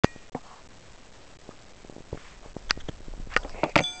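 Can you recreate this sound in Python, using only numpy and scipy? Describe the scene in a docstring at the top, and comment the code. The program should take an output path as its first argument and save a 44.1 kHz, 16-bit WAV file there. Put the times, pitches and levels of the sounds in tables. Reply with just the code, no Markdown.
"""A repeater pocket watch is handled close to a small, coarse recorder in a quiet room.
The recorder switches on with a click, a scrape and a loud, ringing pop; soft handling pops on its body follow.
Levers snap, the slide squeaks, fingers rub; then the train is released with a clatter and a hammer
sets the wire gong ringing in beating pairs of partials. Blows ring decaying modes;
friction is band-passed noise. Eight-bit steps add a gritty hiss."""
import sys
import numpy as np
from scipy import signal
from scipy.fft import rfft, irfft
from scipy.io import wavfile
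from scipy.ndimage import uniform_filter1d

SR = 44100
rng = np.random.default_rng(int(sys.argv[2]) if len(sys.argv) > 2 else 0)


def store_wav(level_fs):
    """Save 16-bit WAV to argv[1]."""
    pcm = np.round(np.clip(np.atleast_2d(level_fs), -1, 1) * 32767)
    wavfile.write(sys.argv[1], SR, pcm.T.astype(np.int16))


N = 176400
T = np.arange(N) / SR


def snaps():
    """Watch levers snap and rattle through short modes; the first two rows are the switch-on click."""
    # (time [s], level [dB], bass [dB], treble [dB], t60 ratio, rattle [dB], lift centre [Hz], lift [dB])
    hits = [(0.0355, -15.5, 6.5, 4, 0.33, -1.5, 1890, 4), (0.0418, -26.5, -3, 18.5, 0.85, -2, 5240, -1.5),
            (2.1743, -33, 20.5, -18, 0.38, -4, 1170, 1), (2.7084, -3, -12, -2.5, 0.44, -24.5, 4660, 13),
            (3.31, -53, -11, -15, 0.63, -4, 1510, -5), (3.3382, -32, -14, 5, 0.65, 2, 1480, -4),
            (3.3642, -11.5, 12, -4.5, 1.54, -17, 1890, 3.5), (3.3728, -13.5, -1, 8, 0.27, -11, 1570, -6),
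            (3.495, -25, -18, -3, 0.25, -34, 5100, 12), (3.6391, -24, 0, 9.5, 0.48, -5.5, 2435, 14.5),
            (3.6953, -37.5, -20, 13, 0.6, -6, 3000, -6), (3.7567, -4, 8.5, -3.5, 0.33, 0, 2464, 11),
            (3.7627, -3, 12.5, -3, 0.2, -53, 2360, -10), (3.7726, -29, 11, -1, 0.52, 10.5, 630, 4),
            (3.778, -22.5, 9, 19.5, 0.27, -2.5, 2686, 17), (3.788, -21, 1, 6, 0.7, -7, 2350, 12.5),
            (3.7928, -20.5, -15, 8.5, 0.39, -35, 2370, 15.5), (3.8051, -29, -7, 7, 1.1, -16, 2300, 5),
            (3.836, -36.5, -10, 11.5, 0.69, -33, 6200, 14)]
    # (frequency [Hz], base level [dB], base t60 [s])
    snap_modes = [(520, -12.5, 0.012), (790, -23.5, 0.024), (1244, -8, 0.026), (1456, -8, 0.03),
                  (1837, -2.5, 0.012), (2341, -3, 0.0076), (2793, -6.5, 0.01), (3426, -16, 0.0065),
                  (4787, -13, 0.0065), (6170, -20.5, 0.0086), (6870, -16.5, 0.0023)]
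    bass_hz, treble_hz, lift_width_oct = 970, 3900, 0.13
    hz, mode_db, t60_s = np.transpose(snap_modes)
    out = np.zeros(N)
    for start_s, db, bass_db, treble_db, t60_ratio, rattle_db, lift_hz, lift_db in hits:
        shelves_db = bass_db * shelf(bass_hz, hz) + treble_db * shelf(hz, treble_hz)
        peak_db = lift_db * np.exp(-(np.log2(hz / lift_hz) / lift_width_oct) ** 2)
        modes = zip(hz, db + mode_db + shelves_db + peak_db, t60_s * t60_ratio)
        add(out, start_s, blow(modes, rattle_db))
    return out


def case_knocks():
    """Knocks ring the case modes, each with its own pitch, treble and rattle."""
    # (time [s], level [dB], pitch ratio, treble [dB], rattle [dB])
    knocks = [(0.3483, -18.5, 0.86, -4.5, -13.5), (3.4475, -26.5, 0.94, -2, -15.5),
              (3.544, -34.5, 0.71, 3, -17), (3.633, -9.5, 1.067, -1, -11.5), (3.6433, -22, 1.35, -1, -14.5),
              (3.66, -27.5, 0.92, -6, -8.5), (3.7617, -6, 1.04, -7.5, -25.5),
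              (3.8035, -19.5, .95, -6, -7.5)]
    # (base frequency [Hz], base level [dB], t60 [s])
    case_modes = [(169, -15.5, 0.061), (297, -8.5, .075), (554, -5.5, .04), (640.5, -10, .05),
                  (867, -8.5, .04), (1315, -13, 0.016), (2040, -17.5, 0.022), (2520, -18, .02)]
    hz, mode_db, t60_s = np.transpose(case_modes)
    out = np.zeros(N)
    for start_s, db, pitch_ratio, treble_db, rattle_db in knocks:
        levels_db = db + mode_db + treble_db * shelf(hz, corner_hz=1300)
        add(out, start_s, blow(zip(hz * pitch_ratio, levels_db, t60_s), rattle_db))
    return out


def gong():
    """The struck wire gong: pairs of close partials swell quickly and beat as they ring."""
    # (onset [s], frequency [Hz], level [dB], t60 [s], twin offset [Hz], twin relative level [dB])
    partials = [(3.805, 270, -56, 3.0, 2.0, -20), (3.805, 349, -58, 3.0, 2.0, -20),
                (3.805, 732, -46, 4.0, 4.8, -8), (3.805, 899, -53, 4.0, 2.0, -20),
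                (3.805, 1427, -50, 3.0, 6.0, -18), (3.805, 1728, -60, 1.0, 3.0, -20),
                (3.838, 3354, -56, .4, 5.0, -15), (3.838, 4134, -64, .6, 3.0, -20),
                (3.805, 2341, -47, 4.0, 13.3, -2), (3.8221, 3467, -39, .5, 3.0, -20),
                (3.838, 3465, -28.5, .6, 4.2, -5), (3.825, 4777, -50, 4.0, 6.0, -5),
                (3.805, 6303, -42, 1.4, 9.0, -11), (3.811, 7979, -50, 2.5, 41.7, -1)]
    attack_s = 0.001
    out = np.zeros(N)
    for start_s, hz, db, t60_s, offset_hz, twin_db in partials:
        pair = ring([(hz, db, t60_s), (hz + offset_hz, db + twin_db, t60_s)])
        add(out, start_s, pair * (1 - np.exp(-T[:len(pair)] / attack_s)))
    return out


def plate_thuds():
    """The plate thuds in two low modes, mostly after the release."""
    # (frequency [Hz], level [dB], t60 [s])
    plate_modes = [(161.3, -2, 0.088), (234.3, -9, .06)]
    # (time [s], level [dB])
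    thuds = [(0.35, -32.5), (3.64, -26), (3.7632, -24), (3.791, -19), (3.8135, -23)]
    return struck(plate_modes, thuds)


def squeaks():
    """Friction in three resonances: a brief scrape at switch-on, then the watch slide squeaking."""
    # (time [s], length [s], level [dB])
    strokes = [(0.034, 0.0073, -34.5), (2.693, 0.015, -34), (2.799, 0.019, -44), (2.882, 0.015, -38),
               (3.431, 0.0083, -44)]
    # (centre [Hz], width [Hz], relative level [dB])
    resonances = [(1390, 1100, 0), (3320, 400, 0), (6240, 750, -9)]
    out = np.zeros(N)
    for start_s, length_s, db in strokes:
        friction = sum(from_db(band_db) * band_noise(hz, width_hz) for hz, width_hz, band_db in resonances)
        add(out, start_s, from_db(db) * stroke(friction, length_s))
    return out


def recorder_pops():
    """A loud switch-on pop, then soft handling pops on the recorder's body: low-passed bipolar pulses."""
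    # (time [s], peak [dB], build-up time constant [s], low-pass [Hz])
    pops = [(0.0451, -1, 0.00098, 3030), (0.162, -33, 0.0011, 800), (1.492, -28, 0.00063, 900),
            (1.849, -33.5, 0.00048, 700), (1.8986, -30, 0.00056, 750), (1.926, -37, 0.00044, 650),
            (1.965, -31, 0.00051, 650), (1.983, -33, 0.0006, 650), (2.007, -34, 0.00076, 650),
            (2.1298, -23, 0.0012, 850), (2.1319, -22.5, 0.0015, 750), (2.1472, -29, 0.0012, 700),
            (2.154, -32.5, 0.00021, 700), (2.461, -35, 0.00072, 850), (2.567, -22.5, 0.00082, 850),
            (2.776, -28, .001, 800), (2.888, -22, 0.00035, 700), (2.8945, -24.5, 0.0021, 600),
            (3.006, -37, 0.00051, 600), (3.084, -32.5, 0.00076, 500), (3.138, -34.5, 0.00025, 810),
            (3.179, -38, 0.00086, 610), (3.201, -33, 0.0015, 408), (3.273, -34.5, 0.0012, 590)]
    t = T[:SR // 20] - T[SR // 40]  # zero at the sign flip
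    out = np.zeros(N)
    for centre_s, db, build_s, cutoff_hz in pops:
        bipolar = np.sign(t) * np.exp(-abs(t) / build_s)
        pulse = signal.filtfilt(*signal.butter(2, cutoff_hz, fs=SR), bipolar)
        add(out, centre_s + t[0], from_db(db) * pulse / pulse.max())
    return out


def thin_ring():
    """A thin two-tone ring follows the recorder's switch-on pop and, faintly, one sharp snap."""
    # (frequency [Hz], level [dB], t60 [s])
    tones = [(1895, 3, .45), (2430, -5, 0.63)]
    # (time [s], level [dB])
    onsets = [(.0453, -44), (2.7089, -55)]
    return struck(tones, onsets)


def rubs():
    """Fingers and sliding parts rub: strokes of band noise, cut off after 0.25 s at most."""
    # (time [s], length [s], level [dB], centre [Hz], width [Hz])
    strokes = [(0.042, 0.047, -57, 1400, 1500), (0.349, 0.041, -38.5, 824, 254),
               (0.406, 0.22, -50, 907, 530), (1.504, 0.022, -49.5, 1240, 394),
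               (2.11, 0.27, -51.5, 1390, 1886), (2.416, 0.089, -49.5, 662, 618),
               (3.296, 0.069, -41, 1210, 1500), (3.331, 0.12, -56, 5030, 1200),
               (3.368, 0.18, -45, 610, 592), (3.469, 0.076, -56, 5000, 860),
               (3.477, 0.36, -48.5, 2303, 484), (3.528, 0.11, -40.5, 560, 392),
               (3.611, 0.11, -37.5, 570, 380), (3.755, 0.069, -29.5, 596, 400),
               (3.756, 0.07, -37, 2370, 900)]
    out = np.zeros(N)
    for start_s, length_s, db, hz, width_hz in strokes:
        add(out, start_s, from_db(db) * stroke(band_noise(hz, width_hz), length_s))
    return out


def hand_rumble():
    """The hand makes a low rumble that swells and ebbs."""
    # (time [s], level [dB])
    envelope = [(0, -53.5), (.6, -56.5), (.9, -60), (1.8, -62), (2.2, -48), (2.55, -46), (2.75, -34),
                (3.0, -40), (3.25, -34.5), (3.55, -37), (3.7, -48), (4, -66.5)]
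    # (frequency [Hz], relative density [dB])
    spectrum = [(5, -10), (14, -0.5), (24, -3.5), (40, -12.5), (80, -21), (160, -35), (400, -48),
                (1500, -75)]
    return from_db(np.interp(T, *np.transpose(envelope))) * coloured_noise(spectrum)


def hiss(level_db=-53.5):
    """Faint, steady, dark background noise."""
    # (frequency [Hz], relative density [dB])
    spectrum = [(15, 0), (40, -2.5), (100, -7), (160, -8), (300, -12), (600, -11.5), (1000, -18.5),
                (2000, -22.5), (4000, -28.5), (8000, -33)]
    return from_db(level_db) * coloured_noise(spectrum)


def ring(modes, mode_ratio=1):
    """Half a second of decaying modes (Hz, dB, t60 s); mode k is scaled by mode_ratio ** k."""
    t = T[:SR // 2]
    return sum(mode_ratio ** k * from_db(db) * np.exp(-np.log(1000) * t / t60_s) * np.sin(2 * np.pi * hz * t)
               for k, (hz, db, t60_s) in enumerate(modes))


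def struck(modes, hits):
    """Ring the modes once per hit (s, dB)."""
    out = np.zeros(N)
    for start_s, db in hits:
        add(out, start_s, from_db(db) * ring(modes))
    return out


def blow(modes, rattle_db, rattle_t60_s=.045):
    """One contact and a dying rattle of tiny ones, played through the modes."""
    t = T[:SR // 10]
    contacts = rng.standard_normal(len(t)) * (rng.random(len(t)) < .1)
    contacts *= np.exp(-np.log(1000) * t / rattle_t60_s)
    contacts *= from_db(rattle_db) / np.linalg.norm(contacts)
    contacts[0] += 1
    return signal.fftconvolve(contacts, ring(modes, mode_ratio=-1.089))  # signs alternate, +0.74 dB a mode


def stroke(noise, length_s, grain_db=2, grain_s=.008):
    """Friction noise swells and fades over length_s, catching unevenly."""
    grain = rms_one(uniform_filter1d(rng.standard_normal(len(noise)), int(grain_s * SR)))
    swell = np.sin(np.pi * np.minimum(T[:len(noise)] / length_s, 1))
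    return rms_one(noise * from_db(grain_db * grain)) * swell


def band_noise(hz, width_hz):
    """0.25 s of noise in one resonance, rms 1."""
    low_hz = np.sqrt(hz * hz + width_hz * width_hz / 4) - width_hz / 2
    sos = signal.butter(2, [low_hz, low_hz + width_hz], "band", fs=SR, output="sos")
    return rms_one(signal.sosfilt(sos, rng.standard_normal(SR // 4)))


def coloured_noise(spectrum):
    """Noise shaped by (Hz, dB) points, rms 1."""
    hz, db = np.transpose(spectrum)
    bins_hz = np.maximum(np.fft.rfftfreq(N, 1 / SR), 1)
    gain = from_db(np.interp(np.log(bins_hz), np.log(hz), db))
    return rms_one(irfft(rfft(rng.standard_normal(N)) * gain, N))


def shelf(hz, corner_hz):
    """High-shelf weight, 0-1; swapped arguments give a low shelf."""
    return 1 / (1 + (corner_hz / hz) ** 4)


def from_db(db):
    """Decibels to gain."""
    return 10 ** (np.asarray(db) / 20)


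def rms_one(x):
    """Scale to rms 1."""
    return x / np.sqrt(np.mean(x ** 2) + 1e-20)


def add(out, start_s, sound):
    """Mix a sound in from start_s."""
    i = max(int(start_s * SR), 0)
    out[i:i + len(sound)] += sound[:N - i]


def scene():
    """The watch and the handled recorder over a faint hiss, mono."""
    handling = recorder_pops() + rubs() + hand_rumble()
    clatter = case_knocks() + snaps() + plate_thuds() + thin_ring() + squeaks()
    return (clatter + gong() + handling + hiss())[None]


def record(dry):
    """An eight-bit converter at 17640 Hz adds grit; the sound drops out briefly and the top peaks clip."""
    # (from [s], to [s])
    dropouts = [(0, .036), (.3, .32), (.675, .688), (1.372, 1.388)]
    full_scale, steps_per_side = .714, 128
    converter_hz, cutoff_hz = 8850, 16000
    step = full_scale / steps_per_side
    live = 1 - sum((T >= from_s) & (T < to_s) for from_s, to_s in dropouts)
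    biased = (dry - step / 2) * live  # rests between two steps
    slow = signal.resample_poly(biased, 2, 5, axis=1)
    stepped = step * np.clip(np.round(slow / step), -steps_per_side, steps_per_side)
    full_rate = signal.resample_poly(stepped, 5, 2, axis=1)[:, :N]
    smoothed = signal.sosfilt(signal.cheby2(16, 60, converter_hz, fs=SR, output="sos"), full_rate)
    clipped = np.clip(smoothed, -full_scale, full_scale)
    return signal.sosfilt(signal.cheby2(12, 70, cutoff_hz, fs=SR, output="sos"), clipped)


dry = scene()
out = record(dry)
store_wav(out)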